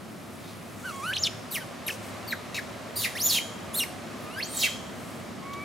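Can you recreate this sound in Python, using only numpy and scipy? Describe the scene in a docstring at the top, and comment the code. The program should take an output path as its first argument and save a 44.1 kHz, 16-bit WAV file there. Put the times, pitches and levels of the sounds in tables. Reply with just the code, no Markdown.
"""An infant macaque calls from a stone balustrade outdoors: soft coos, some breaking upward into squeals,
and short falling chirps. Each call is a gliding tone with overtones that roughens into rasping noise.
Pillars and paving answer closely with scattered echoes, a ringing gap and a faint tail.
Far behind lie traffic and open air (shaped noise), an engine (one unsteady low tone) and a faint hoot
(a rising tone); swells of flickering noise make several brief rustles and one slow, faint high hiss."""
import sys
import numpy as np
from scipy import signal
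from scipy.fft import rfft, irfft, next_fast_len
from scipy.io import wavfile
from scipy.ndimage import uniform_filter1d, map_coordinates

SR = 44100
rng = np.random.default_rng(int(sys.argv[2]) if len(sys.argv) > 2 else 0)


def wav_record(signal):
    """Record a signal, one row per channel, as 16-bit PCM in the file named by sys.argv[1]."""
    frames = np.transpose(np.atleast_2d(signal))
    bounded = np.clip(frames, -1, 1)
    # unit amplitude maps onto the largest positive 16-bit level
    quanta = np.round(bounded * 32767).astype(np.int16)
    wavfile.write(sys.argv[1], SR, quanta)


N = 248724
TIME = np.arange(N) / SR


def amp(db):
    """Decibels to gain."""
    return 10 ** (np.asarray(db) / 20)


def unit(x):
    """Scale to rms 1."""
    return x / np.sqrt(np.mean(x ** 2) + 1e-20)


def along(points, hz):
    """Read (frequency [Hz], value) points on a log frequency axis."""
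    f, v = np.transpose(points)
    return np.interp(np.log(hz + 1), np.log(f + 1), v)


def curves(rows, t):
    """Each column after the time, read at the times t."""
    s, *cols = np.transpose(rows)
    return [np.interp(t, np.sort(s), c) for c in cols]


def wobble(rate, t):
    """A smooth random curve, rate knots a second."""
    knots = (t - t[0]) * rate
    return map_coordinates(rng.standard_normal(int(knots[-1]) + 4), [knots])


def filtered(x, response):
    """x shaped by a response given as a function of frequency."""
    size = x.shape[-1]
    padded = next_fast_len(size + 8192)
    spectrum = rfft(x, padded) * response(np.fft.rfftfreq(padded, 1 / SR))
    return irfft(spectrum, padded)[..., :size]


def noise(spectrum, size):
    """Coloured noise of rms 1."""
    return unit(filtered(rng.standard_normal(size), lambda hz: amp(along(spectrum, hz))))


def diffuse(spectrum):
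    """Stereo noise of rms 1 that arrives from all around: the two sides are only partly alike."""
    # how alike left and right are: (frequency [Hz], likeness [0-1])
    alike = [(60, 0.36), (130, 0.75), (290, 0.49), (640, 0.59), (1410, 0.63), (3100, 0.72), (6820, 0.79),
             (15000, 0.14)]

    def mid_side_gains(hz):
        turn = np.arccos(np.clip(along(alike, hz), 0, 1)) / 2
        return np.array([np.cos(turn), np.sin(turn)])

    pair = np.array([noise(spectrum, size=N), noise(spectrum, size=N)])
    mid, side = filtered(pair, mid_side_gains)
    return unit(np.array([mid + side, mid - side]))


def background(rumble_db=1.0, air_db=5):
    """Distant traffic rumbles under the soft rush of the open air; both swell together slightly."""
    # colour of the traffic: (frequency [Hz], relative density [dB per Hz])
    rumble_colour = [(20, -50), (33, -22), (50, -22), (70, -10.5), (88, -3.5), (108, -7.5), (130, -3.5),
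                     (170, -1), (245, 1.5), (300, -6), (370, -4), (600, -60), (1200, -54)]
    # colour of the open air: (frequency [Hz], relative density [dB per Hz])
    air_colour = [(40, -27), (250, -5), (450, 0.5), (640, 3.5), (860, -3.5), (1200, -1), (1450, -6),
                  (2150, -7), (2750, -10.5), (7000, -18.5), (10000, -21.5), (13500, -25.5), (15800, -33.5)]
    # slow course, before the two trims above: (time [s], rumble level [dB], air level [dB])
    course = [(0, -46, -51.5), (.75, -45.5, -49.5), (2.1, -45, -45.5), (5.2, -43.5, -47),
              (5.64, -42, -48.5)]
    low_db, high_db = curves(course, TIME)
    swell_db = .4 * wobble(5, TIME)
    rumble = amp(rumble_db + low_db + swell_db) * diffuse(rumble_colour)
    air = amp(air_db + high_db + swell_db) * diffuse(air_colour)
    return rumble + air


def engine(firing_hz=106, wander=0.064, throb_db=3):
    """Only the unsteady firing note of a far engine carries this far."""
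    # the engine swells and recedes: (time [s], level [dB])
    drone = [(0, -59), (1.2, -52), (3.2, -52), (4.6, -55)]
    pitch = firing_hz * (1 + wander * wobble(25, TIME))
    phase = 2 * np.pi * np.cumsum(pitch) / SR
    throbbing = amp(throb_db * wobble(16, TIME)) * np.sin(phase)
    return amp(curves(drone, TIME)[0]) * unit(throbbing)


def hoot():
    """A soft far tone swells and fades while its pitch rises a little and levels off."""
    # (start [s], length [s], first pitch [Hz], last pitch [Hz], level [dB])
    far_hoot = (3.82, .2, 675, 755, -51)
    start, length, first_hz, last_hz, db = far_hoot
    progress = np.clip((TIME - start) / length, 0, 1)
    pitch = last_hz + (first_hz - last_hz) * (1 - progress) ** 2
    pitch = pitch * (1 + .006 * wobble(60, TIME))
    swell = np.sqrt(2 * np.abs(np.sin(np.pi * progress)))
    return amp(db) * swell * np.sin(2 * np.pi * np.cumsum(pitch) / SR)


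def rustles():
    """Swells of flickering noise: several brief rustles, and one slow, faint high hiss."""
    # (time of the peak [s], level [dB], centre [Hz], time from peak to 1/e [s])
    swells = [(0.496, -53, 3930, 0.075), (0.54, -59.5, 9550, 1), (0.898, -44.5, 4830, 0.0047),
              (0.93, -52, 6950, 0.18), (1.924, -44, 5900, 0.031), (2.065, -51.5, 8150, 0.048),
              (4.23, -57.5, 11000, 0.041), (5.08, -55.5, 8600, 0.16), (5.537, -43, 3520, 0.0048)]
    out = np.zeros(N)
    for s, db, hz, length in swells:
        flicker = noise([(hz / 4, -28), (hz, 0), (hz * 2.9, -18)], size=N)
        flicker = flicker * amp(2 * wobble(400, TIME))
        out += amp(db) * unit(flicker) * np.exp(-((TIME - s) / length) ** 2)
    return out


def stonework(x, ring_db=-26, near_db=-9, near_t60=0.078, yard_db=-14, treble_db=3, width=0.44):
    """Nearby pillars scatter a quick cluster of echoes; one gap rings and the yard adds a faint tail."""
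    # how long the yard's tail lasts: (frequency [Hz], t60 [s])
    yard = [(500, 0.12), (3000, 0.34), (7000, 0.64), (15000, 0.24)]
    # a gap between the pillars that rings on: (frequency [Hz], t60 [s])
    hollow = (3204, 0.61)
    t = np.arange(SR // 2) / SR
    sparse = rng.standard_normal((2, len(t))) * (rng.random(len(t)) < .025)
    near = sparse * amp(-60 * t / near_t60) * (t > .0005)

    hz, s, z = signal.stft(rng.standard_normal((2, len(t))), SR, nperseg=256)
    decay = amp(-60 * s / along(yard, hz)[:, None])
    tail = signal.istft(z * decay, SR, nperseg=256)[1][:, :len(t)]

    ring_hz, ring_t60 = hollow
    ring = filtered(rng.standard_normal((2, len(t))), lambda f: 1 / (1 + ((f - ring_hz) / 150) ** 4))
    ring = ring * amp(-60 * t / ring_t60)

    answer = amp(near_db) * unit(near) + amp(yard_db) * unit(tail) + amp(ring_db) * unit(ring)
    answer = answer / np.sqrt(len(t))
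    # the mouth beams its treble at the stone rather than at the microphones
    answer = filtered(answer, lambda f: amp(along([(6000, 0), (10000, treble_db)], f)))
    mid, side = answer[0], width * answer[1]
    return signal.fftconvolve(x[None], np.array([mid + side, mid - side]), axes=1)


def call(rows, t, slope_db, jitter=0.077, jitter_rate=800, flutter_db=0.1, shimmer_db=4,
         throat_db=-3, teeth_db=1.0, second_fold=.84, split=0.52):
    """One call: a gliding tone from the larynx whose cycles grow uneven and noisy with strain."""
    # the mouth's colour on the overtones: (frequency [Hz], gain [dB])
    mouth = [(2200, 0), (2900, 8.5), (3500, -6.5), (4500, 0), (5400, -0.5), (7000, -11.5), (8300, -8.5),
             (10500, 0), (12000, -8.5), (13500, -0.5), (15800, -21)]
    # overtones at the larynx, before slope and mouth: (multiple of the pitch, strength [dB])
    overtones = [(2, -3.5), (3, -2.5), (4, -11), (5, -5), (6, -6.5), (7, -6.5), (8, -5.5), (9, -13)]
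    # turbulence in the throat: (frequency [Hz], relative density [dB per Hz])
    throat_rasp = [(900, -52), (2000, -9), (3000, 3), (4200, -3.5), (5500, 5), (7000, 2.5), (8000, -7),
                   (15000, -80)]
    # turbulence at the teeth: (frequency [Hz], relative density [dB per Hz])
    teeth_rasp = [(2500, -54), (5000, -4.5), (7000, 1.5), (8200, -7), (10500, 3), (14000, 1.5), (16000, -2)]
    # resonances that the rasp whistles in: (centre [Hz], width [Hz], summed boost [dB])
    rasp_peaks = [(2650, 360, -4.5), (3810, 190, 16.5), (4260, 360, 11.5), (7000, 91, 4), (8620, 160, 9.5),
                  (10050, 420, 7), (12000, 300, 6), (14400, 450, 0)]
    # the folds beat at half rate at the top of the loudest scream: (peak [s], time to 1/e [s])
    doubling = (3.273, .018)

    pitch, level_db, overtones_db, rough = curves(rows, t)
    rough = np.clip(rough, 0, .98)
    pitch = uniform_filter1d(pitch, size=160) * (1 + 0.0046 * wobble(89.0, t))

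    # uneven cycles smear each line, the high overtones most
    uneven = 1 + jitter * rough ** 1.43 * wobble(jitter_rate, t)
    phase = 2 * np.pi * np.cumsum(pitch * uneven) / SR
    upper = np.zeros(len(t))
    for k, (_, db) in enumerate(overtones, 2):
        strength = amp(db + slope_db * np.log2(k / 2) + along(mouth, k * pitch))
        upper += strength * (k * pitch < SR / 2) * np.sin(k * phase)

    # half-rate beating adds lines at half and one and a half times the pitch, -13 dB each
    half_s, half_length = doubling
    halves = amp(-13) * np.exp(-((t - half_s) / half_length) ** 2)
    halves = halves * (np.sin(phase / 2) + np.sin(phase + phase / 2))

    # under strain the two folds fall out of step and the line splits
    drift = 2 * np.pi * np.cumsum(pitch * jitter * rough * wobble(jitter_rate, t)) / SR
    second = split * rough * np.sin(second_fold * phase + drift)
    tone = np.sqrt(2) * (np.sin(phase) + second + halves + amp(overtones_db) * upper)

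    # air escapes in puffs, once a cycle; a bared mouth adds hiss
    rasp = amp(throat_db) * noise(throat_rasp, size=len(t))
    rasp += amp(teeth_db + overtones_db) * noise(teeth_rasp, size=len(t))
    rasp *= 1 + 0.45 * np.sin(phase)

    def whistle(hz):
        return amp(sum(db / (1 + (2 * (hz - c) / w) ** 2) for c, w, db in rasp_peaks) - 2)

    rasp = filtered(rasp, whistle)
    tremble = amp(flutter_db * wobble(128.8, t) + shimmer_db * rough * wobble(600, t) / 2)
    gate = np.clip(np.minimum(t - t[0], t[-1] - t) / 0.0015, 0, 1)  # 1.5 ms fades
    return gate * amp(level_db) * tremble * (np.sqrt(1 - rough ** 2) * tone + rough * rasp)


def voiced(rows, slope_db, echo_db, ring_db=-30):
    """One call as it reaches the microphones, straight and by way of the stone."""
    sounding = (TIME >= rows[0][0]) & (TIME <= rows[-1][0])
    voice = call(rows, TIME[sounding], slope_db)
    # the infant moves about, so each call meets new echoes
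    heard = amp(echo_db) * stonework(voice, ring_db)
    heard[:, :len(voice)] += voice
    return np.pad(heard, ((0, 0), (np.argmax(sounding), N)))[:, :N]


def coo(curve):
    """A coo keeps a nearly clean tone throughout: low, constant roughness."""
    roughness = 0.073  # 0-1
    return [(*point, roughness) for point in curve]


def chirp(start, hold, fall, first_hz, turn_hz, last_hz, held_db, falling_db,
          held_overtones_db, last_overtones_db, held_rough):
    """A short note is held, then its pitch drops while level, overtones and roughness shift."""
    peak_at, fade_at, fade_db = 0.25, 0.54, 3  # shares of the fall; depth of the fade [dB]
    fall_ease = 1.5  # the pitch drops fast at first, then eases out
    fall_rough = 0.2  # roughness during the fall, 0-1
    t = np.linspace(start, start + hold + fall, 64)
    held = np.clip((t - start) / hold, 0, 1)
    fallen = np.clip((t - start - hold) / fall, 0, 1)
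    dropped = 1 - (1 - fallen) ** fall_ease
    pitch = (first_hz + (turn_hz - first_hz) * held) * (last_hz / turn_hz) ** dropped
    loosened = np.clip(fallen / peak_at, 0, 1)
    fade = np.interp(fallen, [fade_at, 1], [0, 1])
    level_db = (1 - loosened) * held_db + loosened * falling_db - fade_db * fade
    overtones_db = held_overtones_db + (last_overtones_db - held_overtones_db) * dropped
    rough = held_rough + (fall_rough - held_rough) * loosened
    return np.transpose([t, pitch, level_db, overtones_db, rough])


def squeal(arch, crest_overtones_db, db_per_octave, closing_db, peak_rough, rasp_at, rasp_spread):
    """A squeal arches in pitch, its overtones follow pitch and mouth, and strain swells into a rasp."""
    # the voice cracks, the level jumps for an instant: (time [s], jump in level [dB])
    cracks = [(1.238, 12.5), (3.747, -2), (4.409, 6), (4.428, 18.5), (4.572, 14.5)]
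    # the rasp clears as the pitch sinks and the folds slacken: (pitch [Hz], share of roughness left)
    slackening = [(2000, 0.87), (3600, 1)]
    clean_rough = .13  # roughness away from the rasp, before slackening, 0-1
    crack_s = 0.0018  # from the peak of a crack to 1/e of its decibels
    crack_purity = .8  # share of a jump that goes into the bare tone alone, 0-1
    progress = np.linspace(0, 1, 384)
    t = arch[0][0] + progress * (arch[-1][0] - arch[0][0])
    pitch, level_db = curves(arch, t)
    below_crest = np.log2(pitch / pitch.max())  # octaves, negative
    overtones_db = crest_overtones_db + db_per_octave * below_crest - closing_db * progress
    strain = np.exp(-((progress - rasp_at) / rasp_spread) ** 2)
    rough = clean_rough + (peak_rough - clean_rough) * strain
    rough = rough * along(slackening, pitch)
    crack_db = sum(db * np.exp(-((t - s) / crack_s) ** 2) for s, db in cracks)
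    pure_db = crack_purity * crack_db
    return np.transpose([t, pitch, level_db + crack_db, overtones_db - pure_db, rough * amp(-pure_db)])


def infant():
    """Coos, chirps and squeals, all from the same tiny larynx."""
    # soft coos, one curve each: (time [s], pitch [Hz], level [dB], overtones [dB])
    coo_curves = [
        [(.83, 1322, -58, -10), (.857, 1547, -35, -19.5), (.885, 1435, -40, -11), (.925, 1104, -46, -9),
         (1.01, 1081, -42, -16), (1.035, 1198, -38, -9), (1.075, 1490, -37, -9), (1.10, 1484, -31, -13.5),
         (1.125, 1764, -34.5, -26)],
        [(4.235, 1195, -52, -20), (4.29, 1235, -49.5, -8), (4.35, 1480, -57, 3.5), (4.37, 1550, -40, -13),
         (4.398, 1740, -34.5, -6)],
        [(5.41, 1067, -52, -12), (5.46, 1110, -43, -6), (5.55, 1126, -39.5, -6), (5.64, 1157, -46, 7)],
    ]
    # how each coo is aimed: (overtone slope [dB per octave], echo trim [dB])
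    coo_aim = [(0.5, 4.5), (-1, 6), (-35, -11)]
    # short falling chirps: (start [s], hold [s], fall [s], first pitch [Hz], pitch at the turn [Hz],
    # last pitch [Hz], held level [dB], falling level [dB], held overtones [dB], last overtones [dB],
    # held roughness [0-1], overtone slope [dB per octave], echo trim [dB])
    chirp_shapes = [ (1.508, 0.0034, .013, 4960, 4940, 3920, -48, -47, 8, 13, 0.14, 6, 8),
                    (1.52, 0.02, .047, 3910, 3950, 1753, -44, -33, 11, -16.5, 0.3, 3.5, 3),
                    (1.605, 0.014, 0.013, 1583, 1507, 1500, -43, -45, -12, -4, 0.23, -10, 2),
                    (1.864, .012, .023, 3810, 3800, 1630, -44, -30.5, 10, -19, 0.17, 4, 2),
                    (1.897, 0.0033, 0.0136, 3250, 3150, 2440, -37, -31.5, -15, -15, 0, 0, -1),
                    (2.274, 0.031, .016, 4650, 4310, 3710, -45, -34.5, -3, -9, 0.33, 12, 5.5),
                    (2.32, .003, .016, 2770, 2474, 1440, -33, -27.5, -22, -36, 0.37, 2, -0.5),
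                    (2.544, .032, .022, 2580, 2700, 1630, -34, -30, -11, -10, 0.79, -5, 0)]
    # arching squeals and screams, one curve each: (time [s], pitch [Hz], level before cracks [dB])
    arches = [
        [(1.125, 1810, -45), (1.136, 2970, -27), (1.145, 4285, -38), (1.16, 4190, -35), (1.171, 2620, -22)],
        [(1.171, 2667, -29), (1.186, 5890, -35), (1.203, 7030, -39.5), (1.221, 7120, -34), (1.236, 5450, -28),
         (1.249, 4015, -25.5), (1.26, 3320, -29.5), (1.267, 3800, -24), (1.277, 2380, -27)],
        [(2.955, 3885, -48), (2.966, 4784, -37.5), (2.99, 4695, -39.5), (3.012, 4097, -37.5),
         (3.036, 3900, -36.5), (3.042, 2840, -28), (3.053, 2074, -26), (3.066, 1780, -39)],
        [(3.152, 1690, -36), (3.17, 2090, -35.5), (3.19, 3550, -40), (3.219, 5624, -29), (3.238, 6785, -31),
         (3.265, 7105, -22), (3.281, 6570, -32), (3.305, 4410, -26), (3.345, 3610, -24.5), (3.379, 2940, -26.5),
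         (3.391, 2000, -25)],
        [(3.732, 3210, -58), (3.748, 3450, -38.5), (3.764, 4366, -40.5), (3.79, 4160, -32),
         (3.807, 2792, -28.5), (3.831, 2810, -33), (3.842, 1870, -29)],
        [(4.398, 1783, -32), (4.42, 3400, -46), (4.44, 5910, -41.5), (4.47, 7860, -53), (4.495, 8680, -49),
         (4.55, 9050, -43.5), (4.574, 7650, -40), (4.598, 6650, -37), (4.635, 2858, -26), (4.654, 2426, -26),
         (4.68, 1600, -43)],
    ]
    # the voice in each squeal, in the same order: (overtones at the crest [dB],
    # their loss below the crest [dB per octave of pitch],
    # their loss as the mouth closes [dB], negative as it opens,
    # peak roughness before slackening and cracks [0-1],
    # peak of the rasp [share of the squeal], its spread [share of the squeal],
    # overtone slope [dB per octave], echo trim [dB], ring of the gap before the echo trim [dB])
    squeal_voices = [ (-14, -1, 0, 0.41, 0.81, 0.33, -8, 1, -44),
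                     (-16, 2, 1, 0.55, 0.88, 0.25, -9, -1.5, -45),
                     (10.5, 3.5, 16, 0.87, .55, 0.325, -1.5, 8.5, -32),
                     (8, 6, 9.5, 0.813, .8, 0.218, -1.5, 3, -27.5),
                     (17, 9.5, 14.5, .2, 0.56, 0.58, 0, 1.5, -37),
                     (-0.5, 9.5, -5.5, .72, .72, 0.39, 1, 9.5, -21.5)]

    out = np.zeros((2, N))
    for curve, (slope_db, echo_db) in zip(coo_curves, coo_aim):
        out += voiced(coo(curve), slope_db, echo_db)
    for *shape, slope_db, echo_db in chirp_shapes:
        out += voiced(chirp(*shape), slope_db, echo_db)
    for arch, (*tone, slope_db, echo_db, ring_db) in zip(arches, squeal_voices):
        out += voiced(squeal(arch, *tone), slope_db, echo_db, ring_db)
    return out


def scene():
    """The infant sits straight ahead among the pillars, before the distant background."""
    distance = background() + engine() + hoot()
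    swells = rustles()
    return distance + swells + stonework(swells)[:, :N] + infant()


def record(dry):
    """The microphones pass nothing above their band limit."""
    top_hz = 15850
    return filtered(dry, lambda hz: hz < top_hz)


dry = scene()
out = record(dry)
wav_record(out)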